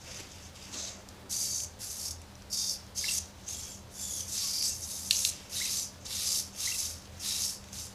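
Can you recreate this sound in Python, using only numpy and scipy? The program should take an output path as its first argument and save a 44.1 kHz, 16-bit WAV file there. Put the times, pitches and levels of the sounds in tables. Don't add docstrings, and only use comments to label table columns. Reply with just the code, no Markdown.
import sys
import numpy as np
from scipy import signal
from scipy.fft import rfft, irfft, next_fast_len
from scipy.io import wavfile

SR = 44100
rng = np.random.default_rng(int(sys.argv[2]) if len(sys.argv) > 2 else 0)


def log_audio(samples):
    frames = np.atleast_2d(samples).T
    limited = np.clip(frames, -1, 1)
    pcm = np.round(limited * 32767).astype(np.int16)
    wavfile.write(sys.argv[1], SR, pcm)


def to_linear_factor(level_db):
    exponent = np.asarray(level_db, float) / 20
    return 10 ** exponent


N = 350154
ROTOR_HZ = 71.6


def rms_one(x):
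    return x / np.sqrt(np.mean(x ** 2) + 1e-20)


def drift(rate):
    r = np.exp(-40 * np.pi * rate / SR)
    noise = rng.standard_normal(N // 20 + 2002)
    slow = signal.lfilter([1], [1, -2 * r, r * r], noise)[2000:]
    return np.interp(np.arange(N) / 20, np.arange(len(slow)), rms_one(slow))


def colour(x, spectrum):
    size, points = next_fast_len(N), np.array(spectrum)
    hz = np.maximum(np.fft.rfftfreq(size, 1 / SR), 1)
    curve_db = np.interp(np.log(hz), np.log(points[:, 0]), points[:, 1])
    return irfft(rfft(x, size) * to_linear_factor(curve_db), size)[:N]


def resonate(x, hz, width_hz):
    r = np.exp(-np.pi * width_hz / SR)
    top = (1 - r * r) / 2 * np.array([1, 0, -1])
    return signal.lfilter(top, [1, -2 * r * np.cos(2 * np.pi * hz / SR), r * r], x)


def band(x, low_hz, high_hz):
    return signal.sosfilt(signal.butter(3, [low_hz, high_hz], "band", fs=SR, output="sos"), x)


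def swell(start, length, first_hz, last_hz, db, edge_db):
    u = np.linspace(0, 1, 9)
    glide_hz = first_hz + (last_hz - first_hz) * u
    return np.transpose([start + length * u, glide_hz, db - edge_db * (2 * u - 1) ** 2])


# pitch_hz, level_db (per Hz)
FAN_HISS = [(12, -29), (20, -12), (91, -2), (209, -16), (251, -10), (323, -13.5), (545, -15.5),
            (905, -15.5), (1030, -18), (1320, -21), (1500, -29), (1950, -56), (3300, -120)]
# pitch_hz, width_hz, level_db (rms)
FAN_HUMS = [
    (81.5, 9.3, -55.5),
    (117.1, 15, -63.5),
    (195.7, 26, -64),
    (520.7, 17.4, -68.5),
    (591, 14.3, -69.5),
]
# pitch_hz, level_db (per Hz)
FAN_UPPER_HISS = [(880, -17), (1500, -4), (2260, -7), (2910, -7.5), (3940, -6), (4300, -6.5), (4880, -8),
                  (7790, -13), (14100, -20.5), (15400, -17)]


def fan():
    hiss = colour(rng.standard_normal(N), FAN_HISS)
    hiss_db = -48.5 - 5.5
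    hiss = to_linear_factor(hiss_db) * hiss / np.std(band(hiss, 20, 1100))
    hums = np.zeros(N)
    for hz, width_hz, db in FAN_HUMS:
        once = resonate(rng.standard_normal(N), hz, width_hz)
        hums += to_linear_factor(db) * rms_one(resonate(once, hz, width_hz))
    core_phase = 2 * np.pi * np.cumsum(196 + 0.813 * drift(1.8)) / SR
    core = to_linear_factor(-58 + 2.0 * drift(2.8)) * np.sin(core_phase)
    fizz = rms_one(colour(rng.standard_normal(N), FAN_UPPER_HISS))
    upper = to_linear_factor(-57.5 + 1.15 * drift(8)) * fizz
    return hiss + hums + core + upper


# start_s, length_s, first_hz, last_hz, peak_db
CLOTH = [
    (.02, 0.19, 630, 520, -55),
    (0.168, .13, 380, 310, -54),
    (.66, 0.161, 230, 300, -53),
    (0.721, 0.36, 579, 689, -55.5),
    (.98, .4, 350, 300.3, -59),
]


def rustle():
    out, s = np.zeros(N), np.arange(N) / SR
    lump = rms_one(band(rng.standard_normal(N), 10.0, 81))
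    swish = rms_one(band(rng.standard_normal(N), 130, 1900))
    for row in CLOTH:
        times, hz, db = swell(*row, edge_db=9.5).T
        span = slice(int(times[0] * SR), int(times[-1] * SR))
        centre = np.sin(2 * np.pi * np.cumsum(np.interp(s[span], times, hz)) / SR)
        rub = .95 * lump[span] * centre + 0.66 * swish[span]
        out[span] += to_linear_factor(np.interp(s[span], times, db)) * rub
    return to_linear_factor(2.1 * drift(31)) * out


def bedroom(x):
    t60_s, room_db, wall_cut_hz = 0.4, -7.5, 7700
    size = next_fast_len(N + SR)
    w = 2 * np.pi * np.fft.rfftfreq(size)
    dull = 1 / np.sqrt(1 + (w * SR / (2 * np.pi * wall_cut_hz)) ** 2)
    tail = 0
    for k, lag in enumerate(rng.uniform(.011, .04, 12) * SR):
        loop = to_linear_factor(-60 * lag / SR / t60_s / dull) * np.exp(-1j * w * np.round(lag))
        tail = tail + (-1) ** k * loop / (1 - loop) / np.sqrt(12)
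    bounce = to_linear_factor(-13.0) * np.exp(-1j * w * .0022 * SR)
    return irfft(rfft(x, size) * (1 + bounce + to_linear_factor(room_db) * tail), size)[:N]


# time_s, peak_db, ring_hz, low_part_db (relative)
JOINT_TICKS = [(0.5546, -46, 6300, -10), (1.0873, -33, 6030, -26), (1.6016, -23, 6080, -28),
               (1.645, -25, 6670, -28), (2.1077, -26, 5630, -31), (2.216, -37.5, 6570, -18),
               (2.353, -38.5, 5760, -21), (2.4202, -39, 5540, -17), (2.7581, -34, 5020, -23),
               (2.7994, -43, 5100, -19), (2.8654, -44, 6200, -14), (3.0894, -23, 6120, 3),
               (3.18, -33, 6070, -25), (3.4876, -24.5, 6400, -10), (4.583, -29, 4900, -24),
               (4.6239, -25, 4830, -29), (5.1082, -6.3, 4330, -31), (5.1892, -17.5, 7000, -16),
               (5.2489, -10, 4140, -28), (5.2913, -20, 6660, -22), (6.0544, -33, 6560, -19),
               (6.541, -41, 6210, -17), (6.908, -30, 5600, -12), (7.021, -42, 4700, -8),
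               (7.0539, -40, 4200, -8), (7.073, -43, 4800, -8), (7.64, -39, 6600, -2),
               (7.6854, -39.5, 6150, -2), (7.729, -29, 6020, -19)]


def ticks():
    out, t = np.zeros(N), np.arange(800) / SR
    draws = rng.standard_normal((len(JOINT_TICKS), len(t)))
    scrape = np.minimum(t / 0.0006, 1) * np.exp(-t / 0.0012) + 0.13 * np.exp(-t / 0.011)
    for (start, db, hz, low_db), noise in zip(JOINT_TICKS, draws):
        contact = noise * scrape
        ring = resonate(contact, hz, 1330) + to_linear_factor(low_db) * band(contact, 2300, 4900)
        tip = .5 * resonate(contact, 6300, 1180) + 0.17 * band(contact, 11600, 12700)
        ring = band(ring + to_linear_factor(0.5 * (db - 4)) * tip, 1900, 14500)
        at = int((start + .0005) * SR)
        out[at:at + len(t)] += to_linear_factor(db) * ring / np.abs(ring).max()
    return out


# middle_s, length_s, first_hz, last_hz, peak_db
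CORD_SQUEAKS = [(3.044, 0.00695, 2000, 2270, -29.5), (3.046, .03, 1700, 1750, -44),
                (3.089, 0.02, 2900, 2530, -33), (3.115, 0.016, 2750, 2700, -45),
                (5.606, .02, 1100, 2400, -45), (5.618, 0.021, 1820, 2360, -34),
                (5.661, .014, 2740, 2300, -34.5), (5.566, .02, 4000, 3850, -31.5),
                (6.679, 0.02, 1810, 2330, -33.5), (6.723, 0.013, 2600, 2820, -33.5),
                (6.749, 0.013, 2400, 2800, -41), (6.664, .02, 4300, 3600, -36),
                (4.45, 0.13, 1230, 1000, -52), (4.72, 0.069, 2720, 2700, -52.5)]


def squeaks():
    out = np.zeros(N)
    for middle, length, first_hz, last_hz, db in CORD_SQUEAKS:
        n = int(length * SR)
        tone = np.sin(2 * np.pi * np.cumsum(np.linspace(first_hz, last_hz, n)) / SR)
        at = int((middle - length / 2) * SR)
        out[at:at + n] += to_linear_factor(db) * np.hanning(n) * tone
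    return out * to_linear_factor(2.5 * drift(45))


# start_s, length_s, first_hz, last_hz, peak_db
SHORT_WHINES = [(2.96, .06, 3180, 3200, -43), (3.1, .05, 4040, 3950, -35.5),
                (3.135, 0.066, 3260, 3500, -42), (4.5, .18, 2380, 2430, -37),
                (4.63, .08, 3930, 3970, -38.5), (2.5, .22, 3330, 3200, -45), (5.72, .13, 3120, 2970, -44),
                (6.77, .06, 3160, 3110, -47), (2.52, .23, 1890, 1790, -52.5), (4.8, .2, 1930, 1900, -56),
                (5.54, .17, 1950, 1930, -45), (7.25, 0.14, 1940, 1930, -43.5), (3.94, .33, 1740, 1670, -54),
                (3.48, .28, 1680, 1640, -59), (1.3, .36, 2330, 2330, -45), (4.07, .13, 5150, 5050, -52),
                (3.465, .085, 3200, 3280, -41), (3.54, .09, 3650, 3800, -50), (3.68, .06, 3700, 3650, -53)]
# time_s, pitch_hz, level_db
LONG_WHINE = [
    (3.94, 3200, -53),
    (3.99, 3650, -51),
    (4.05, 3560, -43.5),
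    (4.16, 3310, -46.5),
    (4.2, 3100, -46),
    (4.25, 2950, -55),
]


def whines():
    out, s = np.zeros(N), np.arange(N) / SR
    waver, flicker = 1 + .026 * drift(450), to_linear_factor(4 * drift(70))
    glides = [(swell(*row, edge_db=13.5), -23.5) for row in SHORT_WHINES] + [(LONG_WHINE, -17)]
    for rows, side_db in glides:
        times, hz, db = np.transpose(rows)
        span = slice(int(times[0] * SR), int(times[-1] * SR))
        phase = 2 * np.pi * np.cumsum(np.interp(s[span], times, hz) * waver[span]) / SR
        tone = np.sin(2 * phase) + to_linear_factor(side_db) * (np.sin(phase) + 2 * np.sin(3 * phase))
        out[span] += np.sqrt(2) * to_linear_factor(np.interp(s[span], times, db)) * tone
    return out * flicker * to_linear_factor(3.6 * np.sin(2 * np.pi * ROTOR_HZ * s))


# spin_up_s, frame_db, case_db, tooth_tips_db (all relative), frame_easing_db
SERVO_TONES = [
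    (.02, 2, -2.5, -9.5, 0),
    (.02, -6.5, -6, -16, -1),
    (.022, -14.5, -7, -5, 3),
    (.03, -11, 5.5, -1.5, 2),
    (.03, -7, -5, -5.5, 1.5),
    (.04, -12, -5.5, -2, -0.5),
    (.06, -4.5, -2, -2.5, 7.5),
]
# start_s, stop_s, first_db, last_db, coast_s
WRIST_MOVES = [(0.048, 0.204, -52.5, -47, .05), (.2, 0.472, -56.5, -56, 0.12), (0.543, .57, -51, -53, 0.11),
               (0.604, .64, -54, -50.5, 0.17), (5.305, 5.497, -50.5, -59, .05)]
# start_s, stop_s, first_db, last_db, coast_s
ARM_MOVES = [(0, .05, -53, -53, .1), (.55, .72, -58, -53, .03), (0.716, 0.884, -40.5, -44, .22),
             (3.35, 3.45, -66, -64, .05), (3.45, 3.48, -53, -48, .03), (3.86, 3.92, -65, -60, .05),
             (5.99, 6.037, -60, -57, .03), (6.045, 6.074, -39, -45, .03), (6.51, 6.56, -53, -51, .03),
             (7.1, 7.183, -64, -60, .03), (7.18, 7.2, -55, -52, .02), (7.62, 7.718, -60, -58, .03)]
# start_s, stop_s, first_db, last_db, coast_s
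THUMB_MOVES = [(1.294, 1.635, -34, -41.5, 0.045), (1.387, 1.43, -35.5, -35, 0.11),
               (1.792, 1.85, -43, -47, .05), (2.1, 2.114, -37, -39, .04), (3.06, 3.186, -39.5, -33, .012),
               (4.632, 4.695, -35.5, -36.5, 0.12), (5.104, 5.3, -35.5, -31, .012),
               (5.68, 5.8, -38, -40, .08), (6.25, 6.38, -40, -37, .1), (6.718, 6.81, -39, -38.5, .12),
               (7.336, 7.47, -41, -42, .08)]
# start_s, stop_s, first_db, last_db, coast_s
INDEX_MOVES = [(1.8, 1.86, -50, -52, .05), (1.97, 2.09, -50, -47, .03), (2.5, 2.739, -42, -42.5, .07),
               (2.952, 3.103, -44.5, -44, .1), (4.357, 4.67, -45, -40, .06), (6.2, 6.31, -45, -43, .08),
               (7.398, 7.467, -45, -43, 0.046)]
# start_s, stop_s, first_db, last_db, coast_s
MIDDLE_MOVES = [(2.946, 3.185, -41, -40, .012), (3.468, 3.728, -44.5, -48, .14),
                (4.326, 4.555, -38.5, -40.5, .2), (7.718, 7.835, -45, -48, 0.19)]
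# start_s, stop_s, first_db, last_db, coast_s
RING_MOVES = [(1.79, 2.088, -44, -42, 0.028), (3.902, 3.997, -50.5, -48, .1),
              (3.974, 4.201, -43.5, -42, 0.15), (4.255, 4.35, -45, -41, .1), (4.714, 5.11, -47, -44, .02),
              (4.86, 4.99, -43, -42, .15)]
# start_s, stop_s, first_db, last_db, coast_s
GRIP_MOVES = [(5.496, 5.818, -37.5, -39, .13), (6.062, 6.386, -39.5, -35, 0.13),
              (6.547, 6.803, -38.5, -38, .2), (6.777, 6.906, -42.5, -44, 0.17),
              (7.197, 7.503, -38, -38.5, .12), (7.73, 7.85, -47, -49, .1)]


def effort():
    spin_up_db, coast_db = 15, 29
    settle_db, settle_db_per_s = -25, 70
    steady_frame, steady_case = 0.24, .03
    tips_let_go = 0.11
    ease_from = 0.57
    s, power = np.arange(N) / SR, np.full((4, N), 1e-9)
    all_moves = (WRIST_MOVES, ARM_MOVES, THUMB_MOVES, INDEX_MOVES, MIDDLE_MOVES, RING_MOVES, GRIP_MOVES)
    for (spin, frame_db, case_db, tips_db, ease_db), moves in zip(SERVO_TONES, all_moves):
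        for start, stop, first_db, last_db, coast in moves:
            span = slice(max(int(start * SR), 0), int((stop + .5) * SR))
            t, after = s[span], np.maximum(s[span] - stop, 0)
            up_to_speed = start + min(spin, stop - start - .001)
            run = np.interp(t, [start, up_to_speed, stop], [first_db - spin_up_db, first_db, last_db])
            fall = np.maximum(-coast_db * after / coast, settle_db - settle_db_per_s * after)
            train = run + fall
            lag = max(first_db, last_db) - train
            ease = np.interp(t, [start + ease_from * (stop - start), stop], [0, ease_db])
            frame = train + frame_db + steady_frame * lag - ease
            case = train + case_db + steady_case * lag
            tips = train + tips_db + tips_let_go * (train - run)
            power[:, span] += to_linear_factor([frame, case, train, tips]) ** 2
    return np.sqrt(power)


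# pitch_hz, softness_hz
HANDOVERS = [
    (4420, 150),
    (5600, 320),
    (8200, 830),
]


def parts(x):
    size = next_fast_len(N)
    hz, whole = np.fft.rfftfreq(size, 1 / SR), rfft(x, size)
    steps = [.5 + .5 * np.tanh((hz - edge) / soft) for edge, soft in HANDOVERS]
    above = [1] + steps + [0]
    return [irfft(whole * (a - b), size)[:N] for a, b in zip(above, above[1:])]


# pitch_hz, level_db (per Hz)
TOOTH_CHATTER = [(530, -59), (900, -20.5), (1590, -17.5), (2090, -11.5), (3140, -8), (3840, -4.5),
                 (4370, -5.5), (4750, -8), (6170, -5.5), (8510, -8.5), (11300, -9.5), (13700, -17),
                 (15400, -32)]
# pitch_hz, width_hz, level_db
CASE_RINGS = [(1194, 120, 5), (2650, 360, -10), (3900, 570, 0), (4900, 110, -0.5), (5500, 180, 0),
              (6210, 740, 5.5), (6600, 124, -4), (7340, 265, -1.5), (8000, 260, -20.5), (9670, 550, -12),
              (10900, 380, -9)]


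def gears():
    teeth_per_s = 4000
    sizes = to_linear_factor(1.87 * np.minimum(rng.exponential(1, N), 5)) * rng.choice([-1, 1], N)
    teeth = sizes * (rng.random(N) < teeth_per_s / SR)
    turn = 2 * np.pi * np.cumsum(ROTOR_HZ * (1 + 0.0493 * drift(4.2))) / SR
    throb = to_linear_factor(1.1 * np.sin(turn) + 0.95 * drift(30.0) + 0.62 * drift(100))
    rub = 0.85 * rng.standard_normal(N)
    drive = throb * colour(rms_one(teeth) + rub, TOOTH_CHATTER)
    body = 1.16 * drive
    for hz, width_hz, db in CASE_RINGS:
        body += to_linear_factor(db + 4.5 * drift(11)) * resonate(drive, hz, width_hz)
    frame_gain, case_gain, train_gain, tips_gain = effort()
    frame, case, train, tips = map(rms_one, parts(body))
    light = np.clip((-44 - 20 * np.log10(train_gain)) / 8, 0, .55)
    frame = (1 - light) * frame + light * rms_one(band(frame, 1180, 3670))
    return to_linear_factor(-1.0) * (train_gain * train + frame_gain * frame + case_gain * case + tips_gain * tips)


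def scene():
    hand = gears() + whines() + squeaks() + ticks()
    return np.tile(bedroom(hand) + fan() + rustle(), (2, 1))


def band_limit(x):
    return signal.sosfilt(signal.butter(12, 15570, fs=SR, output="sos"), x)


def record(dry):
    cut = signal.sosfilt(signal.cheby2(14, 60, 15950, fs=SR, output="sos"), dry)
    return band_limit(cut)


dry = scene()
out = record(dry)
log_audio(out)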